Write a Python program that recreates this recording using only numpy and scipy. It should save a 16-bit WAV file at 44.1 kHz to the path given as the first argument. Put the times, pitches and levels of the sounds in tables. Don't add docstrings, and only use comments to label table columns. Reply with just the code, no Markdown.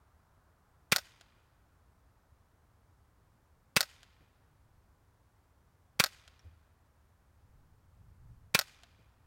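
import sys
import numpy as np
from scipy import signal
from scipy.fft import rfft, irfft
from scipy.io import wavfile
from scipy.ndimage import uniform_filter1d

SR = 44100
rng = np.random.default_rng(int(sys.argv[2]) if len(sys.argv) > 2 else 0)


def output_pcm(signal):
    pcm = np.clip(np.atleast_2d(signal).T, -1, 1) * 32767
    wavfile.write(sys.argv[1], SR, np.round(pcm).astype(np.int16))


N = 408581
TIME = np.arange(N) / SR

# pitch_hz, level_db (per Hz)
AIR_COLOUR = [(15, -37), (25, -11), (64, 0), (80, 0.5), (212, -16.5), (285, -17.5), (317, -19), (405, -20),
              (695, -21), (962, -19.5), (1520, -24.5), (2760, -35.5), (4740, -37.5), (14800, -41),
              (16000, -41)]
# pitch_hz, level_db (per Hz)
WIND_COLOUR = [(20, -2.5), (35, 0.5), (70, 2), (115, 3), (170, -9.5), (280, -24.5), (600, -50.5)]
# peak_s, level_db
WIND_GUSTS = [(4.65, -64.5), (7.6, -59), (8.07, -58.5), (8.31, -55), (9.25, -65.5)]
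# start_s, gas_level_db, crack_level_db, bolt_cycle_s, case_flight_s, bank_thud_level_db
ROUNDS = [(0.9205, -16.5, -6, 0.041, 0.29, -73), (3.7640, -15.5, -6.5, 0.043, .2663, -64),
          (5.9973, -15, -8.5, .0418, .2803, -64), (8.5462, -15, -13, .0442, .2878, -66.5)]
# pitch_hz, level_db (per Hz)
GAS_COLOUR = [(100, -20), (300, -16), (550, -11), (750, -10), (1400, 0), (2400, 1), (3200, -3.5),
              (4400, -2), (6500, -8), (10000, -10.5), (13000, -14), (16000, -13.5)]
# pitch_hz, level_db, time_to_fall_60_db_s
TUBE_MODES = [(427, -16, .03), (560, -4.5, .028), (940, -14.5, 0.052), (1067, -10.5, 0.063),
              (1386, -3, 0.052), (1407, -3, .035), (1850, -9, 0.021), (2020, -8.5, .035), (2410, 4, .038),
              (2633, -1.5, 0.053), (3300, -8, 0.039), (3360, -9, .03), (3590, -6.5, .035),
              (3920, -9.5, 0.041), (4380, -6, .03), (5430, -11, .03), (6610, -11.5, .02),
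              (9000, -11.5, .02)]
# pitch_hz, level_db (per Hz)
SLIDE_COLOUR = [(200, -11.5), (500, -9.5), (1400, 2.5), (2000, -4.5), (3000, -5), (5000, -10.5),
                (8000, -13), (16000, -18)]
# pitch_hz, level_db (per Hz)
SLAM_COLOUR = [(150, -31.5), (380, -15), (560, -4.5), (900, -6.5), (1400, 3), (2800, -8.5), (4600, 6),
               (6500, -6.5), (9000, -4.5), (11000, -11.5), (13000, -1.5), (16000, -13.5)]
# pitch_hz, level_db (per Hz)
REBOUND_COLOUR = [(200, -20), (450, -14.5), (750, -0.5), (1050, -7), (1500, 4), (2400, -7), (4800, -0.5),
                  (7000, -9.5), (10000, -17), (16000, -19)]
# pitch_hz, level_db, time_to_fall_60_db_s
BOLT_MODES = [(590, -5.5, 0.037), (635, -9, 0.042), (780, -7.5, .04), (1290, -3, .05), (1510, -1, .045),
              (1600, -8, .04), (1920, -8, .05), (6830, -9, .05), (2600, -9, .04), (3730, -7, 0.041),
              (4380, -3.5, .04), (4506, -6, .035), (5130, -2.5, .045), (5610, -5.5, .04),
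              (8740, -11.5, 0.031), (12900, -8.5, 0.026)]
# pitch_hz, level_db
TREE_COLOUR = [(100, -13.5), (300, -21.5), (700, -19), (1500, -11.5), (2500, -9), (5000, -11), (7000, -16),
               (10000, -16.5), (15000, -20)]
# pitch_hz, time_to_fall_60_db_s
TREE_DECAY = [(100, 1.2), (1000, 2.4), (2500, 1.5), (5000, 1.1), (8000, .85), (15000, 0.41)]
# pitch_hz, level_db (per Hz)
CASE_COLOUR = [(300, -13), (520, -5), (680, 7), (900, -11), (1450, 11), (2200, -1), (3400, 8), (6000, -2),
               (8000, -3.5), (11000, -10.5), (16000, -23)]
# pitch_hz, level_db, time_to_fall_60_db_s
LANDING_MODES = [(690, -13, .04), (1430, -17, .025), (3150, -14, .025), (3800, -16, .025),
                 (5000, -18, .025), (6900, -20, .025)]
# pitch_hz, level_db (per Hz)
BANK_COLOUR = [(50, -9), (100, 6), (200, -3), (350, -6), (700, -11), (1500, -47), (5000, -37.5)]
# start_s, level_db
SECOND_BOUNCE = (6.3932, -59.5)
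# pitch_hz, level_db, time_to_fall_60_db_s
BOUNCE_MODES = [(5200, -7, .035), (5450, -4, .04), (5750, -4, .04)]
# start_s, level_db
BOOM_START = (6.443, -48.5)
# pitch_hz, level_db, time_to_fall_60_db_s
BOOM_MODES = [(78.9, 1.5, 0.54), (96, -1, 0.37), (121, -14, 0.14)]

AIR_DB = -67
GUST_RISE_S, GUST_FALL_S, BREEZE_DB = .14, .18, -84
CAR_DB, CAR_FADE_DB_PER_S, TYRE_BAND_HZ = -76.5, 3, (650, 1550)
HAMMER_LEAD_S, HAMMER_DB = .0043, -32
THUMP_DB = -25.5
EJECT_SHARE, EJECT_DB = .435, -36
SLAM_DB = -18.5
REBOUND_S, REBOUND_DB = .021, -30
CASE_DB = -45
BANK_RETURN_S = .441


def from_db(db):
    return 10 ** (np.asarray(db) / 20)


def rms_one(x):
    return x / np.sqrt(np.mean(x ** 2) + 1e-20)


def at_hz(points, hz):
    pitch_hz, value = np.transpose(points)
    return np.interp(np.log(hz + 1), np.log(pitch_hz), value)


def delayed(x, seconds):
    return np.interp(TIME - round(seconds * SR) / SR, TIME, x, left=0)


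def coloured(x, spectrum, size=8192):
    gain = rms_one(from_db(at_hz(spectrum, np.fft.rfftfreq(size, 1 / SR))))
    cepstrum = irfft(np.log(gain))[:size // 2]
    cepstrum[1:] *= 2
    response = irfft(np.exp(rfft(cepstrum, size)))
    return signal.oaconvolve(x, response)[:N]


def clicks(events):
    out = np.zeros(N)
    for start_s, level_db in events:
        out[round(start_s * SR)] += from_db(level_db)
    return out


def bursts(events, rise, hold, t60):
    t, out = TIME[:SR // 5], np.zeros(N)
    shape = (1 - np.exp(-t / rise)) * from_db(-60 * np.maximum(t - hold, 0) / t60)
    common = rng.standard_normal(len(t))
    for start_s, level_db in events:
        puff = shape * (common + .5 * rng.standard_normal(len(t)))
        for _ in range(3):
            even = irfft(np.exp(1j * np.angle(rfft(puff))), len(t))
            loudness = np.sqrt(np.abs(uniform_filter1d(even ** 2, size=64)) + 1e-18)
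            puff = shape * even / loudness
        at = round(start_s * SR)
        out[at:at + len(t)] += from_db(level_db) * puff[:N - at]
    return out


def struck(events, modes):
    t, out = TIME[:SR // 3], np.zeros(N)
    hz, db, t60 = np.transpose(modes)[:, :, None]
    signs = (-1) ** np.arange(len(modes))[:, None]
    for start_s, level_db in events:
        strength_db, detune = rng.standard_normal((2, len(modes), 1))
        pitch = hz * (1 + .003 * detune)
        fading = from_db(level_db + db + strength_db - 60 * t / t60)
        rings = fading * np.sin(2 * np.pi * pitch * t)
        at = round(start_s * SR)
        out[at:at + len(t)] += (signs * rings).sum(0)[:N - at]
    return out


def grainy(x, spread_db):
    steps = rng.standard_normal(len(x) // 16 + 1).clip(-2, 2)
    grain_db = spread_db * np.repeat(steps, 16)[:len(x)]
    return x * rms_one(from_db(grain_db))


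def over_ground(x, lag, echo_db, cut_hz):
    dull = signal.sosfilt(signal.butter(1, cut_hz, fs=SR, output="sos"), x + 1e-18)
    return x + from_db(echo_db) * delayed(dull, lag)


def wind_strength():
    power = from_db(BREEZE_DB) ** 2
    for peak_s, level_db in WIND_GUSTS:
        before, after = (peak_s - TIME) / GUST_RISE_S, (TIME - peak_s) / GUST_FALL_S
        gust = from_db(level_db) * np.exp(-np.maximum(before, after))
        power = power + gust ** 2
    return np.sqrt(power)


def far_car():
    noise = rng.standard_normal(N)
    tyres = signal.sosfilt(signal.butter(4, TYRE_BAND_HZ, "band", fs=SR, output="sos"), noise)
    return from_db(CAR_DB - CAR_FADE_DB_PER_S * TIME) * rms_one(tyres)


def outdoors():
    air = from_db(AIR_DB) * coloured(rng.standard_normal(N), AIR_COLOUR)
    wind = wind_strength() * coloured(rng.standard_normal(N), WIND_COLOUR)
    return air + wind + far_car() + struck([BOOM_START], BOOM_MODES)


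def cycle():
    fired, gas_db, crack_db, bolt_s, flight_s, thud_db = np.transpose(ROUNDS)
    parts = {"hammer": (fired - HAMMER_LEAD_S, HAMMER_DB),
             "gas": (fired, gas_db),
             "crack": (fired, crack_db),
             "thump": (fired, THUMP_DB),
             "eject": (fired + EJECT_SHARE * bolt_s, EJECT_DB),
             "slam": (fired + bolt_s, SLAM_DB),
             "rebound": (fired + bolt_s + REBOUND_S, REBOUND_DB),
             "case": (fired + flight_s, CASE_DB),
             "thud": (fired + BANK_RETURN_S, thud_db)}
    return {name: list(np.broadcast(s, db)) for name, (s, db) in parts.items()}


def sliding_bolt(ejections):
    slide = grainy(bursts(ejections, rise=.004, hold=.014, t60=.06), spread_db=4)
    return coloured(delayed(slide, .003), SLIDE_COLOUR) * from_db(-8)


def rattle(slams, rebounds):
    after_slam = from_db(-21.5) * bursts(slams, rise=.001, hold=.0028, t60=.05)
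    after_rebound = from_db(-16) * bursts(rebounds, rise=.00081, hold=.003, t60=.07)
    return coloured(grainy(after_slam + after_rebound, spread_db=4), SLAM_COLOUR)


def action(when):
    slams, rebounds = when["slam"], when["rebound"]
    hammer = coloured(bursts(when["hammer"], rise=.0002, hold=.00093, t60=.03), GAS_COLOUR) * from_db(-5.5)
    eject = coloured(bursts(when["eject"], rise=.00027, hold=.001, t60=.01), GAS_COLOUR) * from_db(1)
    slam = coloured(bursts(slams, rise=.0001, hold=.0006, t60=.012), SLAM_COLOUR) * from_db(1)
    rebound = bursts(rebounds, rise=.0003, hold=.001, t60=.013)
    rebound = coloured(rebound, REBOUND_COLOUR) * from_db(-4.5)
    ringing = from_db(-11.5) * struck(slams, BOLT_MODES) + from_db(-7.5) * struck(rebounds, BOLT_MODES)
    blows = hammer + eject + sliding_bolt(when["eject"]) + slam + rebound
    blows = over_ground(blows, lag=.0055, echo_db=-4, cut_hz=9000)
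    return ringing + rattle(slams, rebounds) + blows


def thump(events, lag, hz, width):
    t = TIME[:SR // 20] - lag
    push = np.exp(-(t / width) ** 2) * np.sin(2 * np.pi * hz * t)
    return signal.oaconvolve(clicks(events), push)[:N]


def reports(when):
    rush = bursts(when["gas"], rise=.00074, hold=.0067, t60=.039) * from_db(-5)
    crack = delayed(clicks(when["crack"]), .0006) * from_db(7)
    crack = over_ground(crack, lag=.0071, echo_db=-3, cut_hz=10000)
    tube = delayed(struck(when["gas"], TUBE_MODES), .0003) * from_db(-6.5)
    pop = thump(when["thump"], lag=.0051, hz=556, width=.00083) * from_db(5)
    low_thump = thump(when["thump"], lag=.0064, hz=171, width=.0036)
    return coloured(rush + crack, GAS_COLOUR) + tube + pop + low_thump


def trees(x, onset, edge_s, edge_width, edge_db):
    t = TIME[:SR * 3 // 2]
    edges = np.geomspace(60, 18000, 19)
    trunks = grainy(np.ones(len(t)), spread_db=6)
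    white, response = trunks * rng.standard_normal((2, len(t))), 0
    for k, (low, high) in enumerate(zip(edges, edges[1:])):
        band = signal.sosfilt(signal.butter(3, [low, high], "band", fs=SR, output="sos"), white[k % 2])
        hz = np.sqrt(low * high)
        fading = from_db(at_hz(TREE_COLOUR, hz) - 60 * t / at_hz(TREE_DECAY, hz))
        response = response + band * fading
    cluster = 1 + from_db(edge_db) * np.exp(-((t - edge_s) / edge_width) ** 2)
    swell = 1 - np.exp(-t / onset)
    return signal.oaconvolve(x, response * cluster * swell * np.sqrt(10 / SR))[:N]


def spent_cases(landings):
    knock = coloured(bursts(landings, rise=.000076, hold=.0011, t60=.016), CASE_COLOUR) * from_db(-6)
    knock = over_ground(knock, lag=.0056, echo_db=-8, cut_hz=10000)
    ringing = from_db(1.5) * struck(landings, LANDING_MODES)
    tick = coloured(bursts([SECOND_BOUNCE], rise=.0002, hold=.0006, t60=.012), CASE_COLOUR) * from_db(-2)
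    return knock + ringing + tick + struck([SECOND_BOUNCE], BOUNCE_MODES)


def backstop(thuds):
    return coloured(bursts(thuds, rise=.0027, hold=.016, t60=.16), BANK_COLOUR)


def scene():
    when = cycle()
    rifle = action(when) + reports(when) + spent_cases(when["case"])
    pulses = from_db(9.5) * clicks(when["gas"]) + from_db(5) * clicks(when["slam"])
    radiated = pulses + from_db(-29.5) * rifle
    tail = trees(radiated, onset=.016, edge_s=.142, edge_width=.015, edge_db=1)
    return (outdoors() + rifle + tail + backstop(when["thud"]))[None]


def record(dry):
    top = .7
    rounded = top * np.tanh(dry / top)
    return signal.sosfilt(signal.ellip(10, .1, 80, 16000, fs=SR, output="sos"), rounded)


dry = scene()
out = record(dry)
output_pcm(out)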